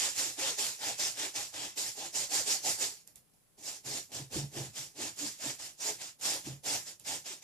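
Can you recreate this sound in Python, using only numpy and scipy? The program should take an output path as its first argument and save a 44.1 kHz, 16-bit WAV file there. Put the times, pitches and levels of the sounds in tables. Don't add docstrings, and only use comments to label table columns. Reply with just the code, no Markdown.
import sys
import numpy as np
from scipy import signal
from scipy.io import wavfile
from scipy.ndimage import uniform_filter1d

SR = 44100
rng = np.random.default_rng(int(sys.argv[2]) if len(sys.argv) > 2 else 0)


def to_wav(sig):
    pcm = np.clip(np.atleast_2d(sig), -1, 1) * 32767
    pcm = np.round(pcm).astype(np.int16)
    wavfile.write(sys.argv[1], SR, pcm.T)


N = 327663

# start t/s, rise/s, hold/s, hiss level/dB, change over the hold/dB,
# fade/(dB per s), rumble over hiss/dB, rumble change from mid-stroke to end/dB, time pressed/s,
# extra low rasp/dB, extra high fizz/dB, rumble centre f/Hz, drumhead level/dB
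STROKES = [(-0.061, 0.056, 0.07, -32, -1.9, 164, -17.5, 2.5, 0.152, 0.5, 0.7, 710, -61),
           (0.127, 0.064, 0.11, -31.8, -10, 190.0, -16, 2, 0.17, -0.5, 1.0, 560.0, -61),
           (0.354, 0.043, 0.093, -37.5, 3.5, 184, -11.5, -1.5, 0.15, 2.5, -0.5, 660, -64),
           (0.562, 0.026, 0.084, -34.5, -0.9, 164, -17.5, -0.5, 0.167, -0.5, 1, 580.0, -65.4),
           (0.757, 0.08, 0.059, -38.5, 2, 192, -11, 3, 0.147, 3, -0.2, 674, -63),
           (0.966, 0.035, 0.072, -33, -2.5, 192, -17.5, 3.5, 0.13, -0.4, -0.4, 680.0, -62),
           (1.136, 0.059, 0.059, -38.5, 0, 220.0, -10, -0.7, 0.137, 2.4, -1.5, 604, -67),
           (1.324, 0.038, 0.087, -36, -7.5, 204, -14.5, -1.5, 0.16, 0.3, -0.4, 680.0, -60),
           (1.511, 0.032, 0.11, -46, 4.5, 198, -8.5, 3.3, 0.13, 3.5, -1.5, 627, -66),
           (1.748, 0.032, 0.11, -36, -5, 210.0, -15.5, -1, 0.12, -1.6, 1.5, 600.0, -63.5),
           (1.932, 0.049, 0.084, -45, 1.5, 250.0, -6.5, 4.5, 0.085, 1.4, -1, 680, -67.3),
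           (2.115, 0.044, 0.083, -33.5, -5, 280.0, -14.5, 0.5, 0.12, -2.5, -0.1, 680.0, -61),
           (2.265, 0.087, 0.046, -30.5, -3, 222, -14, -4, 0.23, -1.5, 1.5, 626, -59),
           (2.438, 0.04, 0.053, -33.5, 2.5, 217, -17, -0.5, 0.18, -1, 0.2, 620.0, -65),
           (2.607, 0.048, 0.045, -35.5, 4.5, 207, -10.5, 3.1, 0.061, -1.5, 2.5, 730.0, -61.5),
           (2.754, 0.072, 0.045, -31.5, -7, 184, -13.5, -3, 0.289, -0.9, -0.2, 550.0, -60.5),
           (3.064, 0.0099, 0.016, -61.5, -2, 320.0, -22, 9, 0.1, -0.5, 4.0, 490.0, -76.2),
           (3.149, 0.011, 0.018, -62.5, -2.5, 390.0, -17, 5, 0.009, 1, 7.5, 510.0, -67),
           (3.329, 0.0085, 0.012, -73.8, -8, 102, -11, 4, 0.017, 2, 4.0, 510.0, -78),
           (3.564, 0.018, 0.06, -61, 7.5, 200.0, -6.4, 2, 0.027, -2.5, -1, 430.0, -76.0),
           (3.592, 0.091, 0.09, -40, -11.5, 310.0, -13, -1.5, 0.234, -1.6, -0.2, 600, -70),
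           (3.825, 0.045, 0.11, -41.5, 2.1, 257, -9, 5, 0.11, -1.0, 0, 410.0, -62.5),
           (4.076, 0.076, 0.06, -42, -6.5, 240.0, -7, 0.5, 0.194, 1, -0.5, 470.0, -55.5),
           (4.287, 0.057, 0.047, -40.5, 0.3, 220.0, -5.5, 1, 0.18, 0.0, -0.5, 337, -45.5),
           (4.487, 0.087, 0.091, -43.5, -6.4, 240.0, 0.5, 4, 0.11, 3, 0, 350.0, -51.5),
           (4.713, 0.062, 0.062, -41, -4.5, 230.0, -14.5, -1, 0.27, 0.2, -0.3, 460.0, -62.5),
           (4.926, 0.096, 0.061, -39, -4, 250.0, -6.5, 0, 0.13, 1.3, -2, 453, -58),
           (5.139, 0.06, 0.072, -41.1, 1.8, 183, -11.5, 3.5, 0.11, -0.5, -0.5, 297, -63.5),
           (5.358, 0.082, 0.063, -40, 1.1, 250.0, -9.5, 7.5, 0.1, 1.4, -0.0, 450.0, -66),
           (5.574, 0.024, 0.063, -47, 2, 218, -15.5, 2.0, 0.253, 0.8, -0.5, 730.0, -69.5),
           (5.764, 0.053, 0.075, -42, 6.5, 235, -13, 4.6, 0.14, -1, 0.5, 605, -65),
           (5.964, 0.052, 0.074, -43.4, -6.8, 320.0, -11.5, 2, 0.069, 1.5, -2, 670.0, -68),
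           (6.177, 0.085, 0.098, -33, -6, 230.0, -11.5, 2.3, 0.19, 0.2, 1.5, 575, -58),
           (6.418, 0.047, 0.09, -44.5, -14.5, 240.0, -4.5, 11, 0.076, 1.3, -1, 320.0, -50),
           (6.62, 0.05, 0.083, -36.4, 1.2, 212, -9.5, 0.1, 0.15, 0.3, 1.5, 646, -58),
           (6.837, 0.035, 0.051, -45, -5.5, 390.0, -17.5, 2.5, 0.287, -1.3, -2, 560.0, -72.1),
           (6.988, 0.01, 0.022, -62, -1.7, 230.0, -20.0, 7.5, 0.031, 2, 4, 440.0, -70),
           (7.024, 0.058, 0.072, -38, -2, 262, -11.5, 6, 0.11, -0.3, 0, 700, -59),
           (7.228, 0.038, 0.064, -44.5, -1, 260.0, -14, 1, 0.154, 1.9, -1.5, 490.0, -71),
           (7.411, 0.016, 0.019, -54, -6.2, 450.0, -14.5, -9, 0.153, 1, -1, 460.0, -72.5)]
# f/Hz, left/dB, right/dB, left-right likeness (0 to 1), left lead/rad
PORT_COLOUR = [(120, -46, -50, 0.73, -0.5), (500, -20.5, -39, 0.24, -0.06), (1110, -16.5, -15.5, 0.81, 1.3),
               (1350, -16, -20, 0.17, 2.5), (1600, -13.5, -17.5, 0.91, 1.1), (3000, -11, -13.5, 0.97, 1.06),
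               (3230, -8.5, -12.5, 0.16, 2.5), (4040, -9, -14.5, 0.33, 1.2), (5400, -4.5, -8, 0.48, 0.22),
               (6450, -10, -5.5, 0.36, 1.16), (7200, -17.5, 0.5, 0.16, 1.5), (7700, -15, -5, 0.086, 5),
               (9940, -20, -14, 0.103, 0), (10750, -18.5, -13, 0.069, 3.1), (13900, -26, -21.5, .1, 1.5),
               (15100, -47, -33.5, 0.077, 1.5)]
# t/s, size of the level step/dB
CATCHES = [(.392, 1), (.587, 2), (.995, 2), (1.354, 3), (1.54, 3), (1.773, 5), (2.148, 2), (2.97, 3),
           (3.585, 7), (3.625, 5), (3.845, 4), (4.118, 16), (4.321, 2), (4.755, 4), (4.984, 2), (5.595, -1),
           (5.802, 4), (6.211, 7), (6.635, 6), (6.9965, 5), (7.048, 7), (7.259, 3)]
# t/s, length/s, first f/Hz, last f/Hz, level/dB
GLIDES = [(0.051, 0.054, 837, 390, -50), (0.185, 0.066, 490, 570, -51), (0.257, 0.027, 370, 295, -49),
          (0.376, 0.034, 305, 362, -47.5), (.41, 0.06, 525, 557, -45), (0.497, 0.048, 560, 378, -49),
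          (0.829, 0.017, 806, 876, -44.5), (0.852, 0.043, 286, 325, -48), (0.885, 0.03, 898, 640, -44.5),
          (1.225, 0.072, 281, 423, -52), (1.35, 0.081, 787, 850, -52.5), (1.991, 0.093, 820, 754, -50.5),
          (2.306, 0.043, 723, 867, -46), (2.362, 0.072, 1122, 264, -45), (2.458, 0.043, 415, 424, -47.5),
          (2.546, 0.025, 900, 624, -46.5), (2.651, 0.038, 703, 888, -41), (5.2, 0.064, 301, 284, -42.5),
          (5.386, 0.042, 475, 865, -58), (5.85, 0.1, 434, 404, -53), (5.851, 0.057, 950, 840, -48.5),
          (6.235, 0.043, 1064, 1215, -49.5), (6.74, 0.025, 870, 650, -42), (7.08, 0.062, 895, 778, -49.5),
          (7.282, .07, 456, 292, -57)]
# t/s, level/dB, left over right/dB
TICKS = [(3.076, -38, -16), (3.1585, -40, -19), (6.9162, -42, -9), (6.998, -38, -15)]
# f/Hz, level/dB, time to fade by 60 dB/s
TICK_TONES = [(7530, -6.5, 0.0044), (8650, -2, 0.0022), (11100, -8, 0.0037), (13000, -20, .002)]
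# f/Hz, width/Hz, level/dB
CLOTH_RESONANCES = [(222, 35, 1), (297.5, 46.4, 1.5), (344.5, 27.4, 1.5), (417, 49, -2), (520, 64, -1.5),
                    (610, 95, -2.5), (712, 64, 0), (844, 104, 0), (946, 130, -2.5), (1008, 67, -4.5)]
# f/Hz, width/Hz, level/dB
DRUM_RESONANCES = [(102, 57, -8), (181, 44, -9.5), (61, 47, -32.5)]
# t/s of the widest swing, level/dB, swell time/s
PUSHES = [(3.9, -55.5, 0.059), (4.235, -53, 0.074), (4.42, -40.5, 0.062), (4.615, -41.5, 0.065),
          (4.81, -64.5, 0.034), (5.0, -63, .03), (5.475, -60.5, 0.023), (6.52, -46, .065)]
# t/s, strength/dB, f/Hz
BUMPS = [(3.875, -49, 260), (4.191, -42, 300), (4.355, -29, 345), (4.559, -35, 333), (4.982, -39, 344),
         (5.454, -38, 295), (6.464, -34, 320)]
# f/Hz, left/dB, right/dB, left-right likeness (0 to 1)
HUSH_COLOUR = [(30, 10, 13, .5), (66, -10, -20, .5), (130, 7, 6.5, 0.22), (260, 0, -7, 0.19),
               (500, -3.5, -9, 0.21), (1200, -10, -17.5, .05), (3520, -14, -16, 0.031),
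               (5500, -13, -16, .05), (7700, -16, -9, .05), (9500, -11, -14.5, .02),
               (10700, -18, -0.5, .02), (12500, -19, -19, .02), (14700, -8, -14, .02)]

RISE_POWER = 2.03
RASP_DIP, RASP_DIP_MOST_DB = 0.24, 1.5
LEAD_DB, LEAD_S = 19.5, 0.023
STOP_DB_PER_S = 143
DRUM_SHARE, DRUM_LAG_S = 0.86, 0.014
DRUM_HZ, SETTLE_S = 135.6, 0.032
LINGER_DB, LINGER_FADE_S = -26, 0.79
HUSH_DB, TREBLE_LIMIT_HZ = -69.5, 14620


def bristle_hiss():
    slicing = dict(fs=SR, nperseg=256, noverlap=192)
    hz, t, spectrum = signal.stft(slips(per_s=10000, spread_db=2.0), **slicing)
    left_db, right_db, likeness, lead = at_pitches(PORT_COLOUR, hz)
    patches = uniform_filter1d(rng.standard_normal((len(t), len(hz))).T, size=4, axis=0)
    patches = unit_level(uniform_filter1d(patches, size=20, axis=1))
    judder = wobble(len(t), smooth=9)
    colour_db = np.array([left_db, right_db]) + 1.58 * patches + 0.083 * judder
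    spectrum = stereo(spectrum, likeness) * gain_of(colour_db)
    spectrum[0] *= np.exp(1j * lead)
    spectrum /= np.sqrt(np.mean(signal.istft(spectrum, **slicing)[1].mean(0) ** 2))
    hiss_db, _, _, rasp_db, fizz_db, _ = stroke_curves(t)
    light_touch_db = -0.23 * (np.maximum(hiss_db, -80) + 39.0)
    highs = np.clip((hz[:, None] - 8000) / 2500, 0, 1)
    lows = np.clip((4300 - hz[:, None]) / 900, 0, 1)
    spectrum *= gain_of(highs * (fizz_db + light_touch_db) + lows * rasp_db)
    hiss = signal.istft(spectrum, **slicing)[1][:, :N]
    sample_t = np.arange(N) / SR
    return hiss * gain_of(stroke_curves(sample_t)[0] + catch_db(sample_t))


def slips(per_s, spread_db):
    size = gain_of(spread_db * np.minimum(rng.exponential(1, (2, N)), 4))
    sign = rng.choice([-1., 1.], (2, N))
    return unit_level(size * sign * (rng.random((2, N)) < per_s / SR))


def stroke_curves(t):
    (start, rise, hold, hiss_db, change_db, fade, rumble_db, along_db, pressed,
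     rasp_db, fizz_db, centre_hz, drum_db) = np.transpose(STROKES)[:, :, None]
    step = 1 / 1000
    grid = np.arange(0, N / SR + step, step)
    since = grid - start
    rise_db = 20 * RISE_POWER * np.log10(np.clip(since / rise, 1e-4, 1))
    slowed_db = fade * np.maximum(since - rise - hold, 0)
    shape_db = rise_db + change_db * np.clip((since - rise) / hold, 0, 1) - slowed_db
    lead_db = LEAD_DB * np.exp(-abs(since) / LEAD_S)
    travel_db = along_db * (2 * np.clip(since / (rise + hold), 0, 1) - 1)
    stop_db = STOP_DB_PER_S * np.maximum(since - pressed, 0)
    hiss = gain_of(hiss_db + shape_db) ** 2
    rumble = hiss * gain_of(rumble_db + lead_db + travel_db - stop_db) ** 2
    drum = gain_of(drum_db + DRUM_SHARE * shape_db) ** 2 * (since > 0)
    lag = np.exp(-step / DRUM_LAG_S)
    late_drum = signal.lfilter([1 - lag], [1, -lag], drum.sum(0))
    levels = [10 * np.log10(power + 1e-12) for power in (hiss.sum(0), rumble.sum(0), late_drum)]
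    rasp_db = rasp_db - np.minimum(RASP_DIP * slowed_db, RASP_DIP_MOST_DB)
    share = hiss / (hiss.sum(0) + 1e-30)
    colours = [(share * column).sum(0) for column in (rasp_db, fizz_db, centre_hz)]
    return [np.interp(t, grid, curve) for curve in levels + colours]


def catch_db(t):
    when, step_db = np.transpose(CATCHES)[:, :, None]
    hold_back = -0.7 * np.exp(-abs(t - when) / 0.015)
    let_go = 0.23 * np.exp(-abs(t - when) / 0.0035)
    return (step_db * np.where(t < when, hold_back, let_go)).sum(0)


def gliding_tones():
    out = np.zeros(N)
    uneven = wobble(N, smooth=300)
    for start, length, from_hz, to_hz, db in GLIDES:
        at, n = round(start * SR), round(length * SR)
        hz = np.linspace(from_hz, to_hz, n) * (1 + 0.02 * uneven[at:at + n])
        swell = gain_of(db) * signal.windows.tukey(n, 0.7)
        out[at:at + n] += swell * np.sin(2 * np.pi * np.cumsum(hz) / SR)
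    return out


def bristle_ticks():
    out, t = np.zeros((2, N)), np.arange(200) / SR
    click = sum(gain_of(db - 60 * t / fade) * np.sin(2 * np.pi * hz * t) for hz, db, fade in TICK_TONES)
    click = cut_below(click, hz=5800, order=3)
    for start, db, pan_db in TICKS:
        sides_db = np.array([[pan_db], [-pan_db]]) / 2
        out[:, round(start * SR):][:, :len(t)] += gain_of(db + sides_db) * click
    return out


def cloth_rumble():
    _, rumble_db, _, _, _, centre_hz = stroke_curves(np.arange(N) / SR)
    rub = stereo(slips(per_s=5000, spread_db=2.5), likeness=0.84)
    rumble = ring(rub * gain_of(rumble_db), CLOTH_RESONANCES, np.maximum(centre_hz, 100))
    return cut_below(rumble / np.std(ring(rub, CLOTH_RESONANCES)), hz=120)


def cloth_drum():
    t = np.arange(N) / SR
    drum_db = stroke_curves(t)[2]
    note = np.sin(2 * np.pi * np.cumsum(DRUM_HZ + 3 * wobble(N, smooth=1500)) / SR)
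    note *= gain_of(3.5 * wobble(N, smooth=900))
    shaking = stereo(rng.standard_normal((2, N)), likeness=0.73)
    loose = unit_level(ring(shaking, DRUM_RESONANCES))
    drum = np.sqrt(2) * note * push_swing(t) + loose * gain_of(drum_db)
    return drum * gain_of([[-0.7], [0.7]])


def push_swing(t):
    when, level_db, swell = np.transpose(PUSHES)[:, :, None]
    since = t - when
    before = np.cos(np.pi / 2 * np.clip(since / swell, -1, 0)) * (1 + gain_of(LINGER_DB))
    settle = np.exp(-(since / SETTLE_S) ** 2 / 2)
    linger = gain_of(LINGER_DB - 60 * abs(since) / LINGER_FADE_S)
    return (gain_of(level_db) * np.where(since < 0, before, settle + linger)).sum(0)


def cloth_bumps():
    blows, t = np.zeros(N), np.arange(1500) / SR
    swell = t / 0.0031 * np.exp(1 - t / 0.0033)
    for start, db, hz in BUMPS:
        blows[round(start * SR):][:len(t)] += gain_of(db) * swell * np.sin(2 * np.pi * hz * t)
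    return ring(blows, CLOTH_RESONANCES)


def ring(x, resonances, centre_hz=None):
    out = 0
    for k, (hz, width, db) in enumerate(resonances):
        decay = np.exp(-np.pi * width / SR)
        drop_db = 0 if centre_hz is None else np.minimum(3.66 * np.log2(hz / centre_hz) ** 2, 9)
        feedback = decay * np.exp(2j * np.pi * hz / SR)
        ringing = signal.lfilter([1 - decay], [1, -feedback], x * gain_of(-drop_db)).real
        out = out + (-1) ** k * gain_of(db) * 2 * ringing
    return out


def room_echo(x):
    t = np.arange(9000) / SR
    echoes = rng.choice([-1., 1.], (2, len(t))) * (rng.random((2, len(t))) < 0.06)
    echoes *= (t > 0.004) * gain_of(-60 * t / 0.13)
    lows = signal.butter(2, 900, fs=SR, output="sos")
    echoes[1] += signal.sosfilt(lows, 0.45 * (echoes[0] - echoes[1]))
    echoes /= np.linalg.norm(echoes, axis=1, keepdims=True)
    return signal.fftconvolve(x, echoes, axes=1)[:, :N]


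def hush():
    hz, _, spectrum = signal.stft(rng.standard_normal((2, N)), SR, nperseg=2048)
    left_db, right_db, likeness = at_pitches(HUSH_COLOUR, hz)
    spectrum = stereo(spectrum, likeness) * gain_of([left_db, right_db])
    noise = signal.istft(spectrum, SR, nperseg=2048)[1][:, :N]
    return gain_of(HUSH_DB) * noise / np.std(noise.mean(0))


def gain_of(db):
    return 10 ** (np.asarray(db) / 20)


def unit_level(x):
    return x / np.sqrt(np.mean(x ** 2) + 1e-20)


def wobble(n, smooth):
    return unit_level(uniform_filter1d(rng.standard_normal(n), size=smooth))


def at_pitches(table, hz):
    row_hz, *columns = np.transpose(table)
    return [np.interp(np.log(hz + 1), np.log(row_hz + 1), column)[:, None] for column in columns]


def stereo(x, likeness):
    likeness = np.clip(likeness, 0, 1)
    return np.array([x[0], likeness * x[0] + np.sqrt(1 - likeness ** 2) * x[1]])


def cut_below(x, hz, order=2):
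    return signal.sosfilt(signal.butter(order, hz, "high", fs=SR, output="sos"), x)


def scene():
    hits = cloth_bumps() + bristle_ticks()
    rubbing = bristle_hiss() + cloth_rumble() + cloth_drum() + gliding_tones()
    return hits + rubbing + gain_of(-10) * room_echo(hits) + gain_of(-9) * room_echo(rubbing) + hush()


def record(dry):
    treble_cut = signal.firwin(1023, TREBLE_LIMIT_HZ, window=("kaiser", 9), fs=SR)
    return signal.oaconvolve(cut_below(dry, hz=45), treble_cut[None], "same")


dry = scene()
out = record(dry)
to_wav(out)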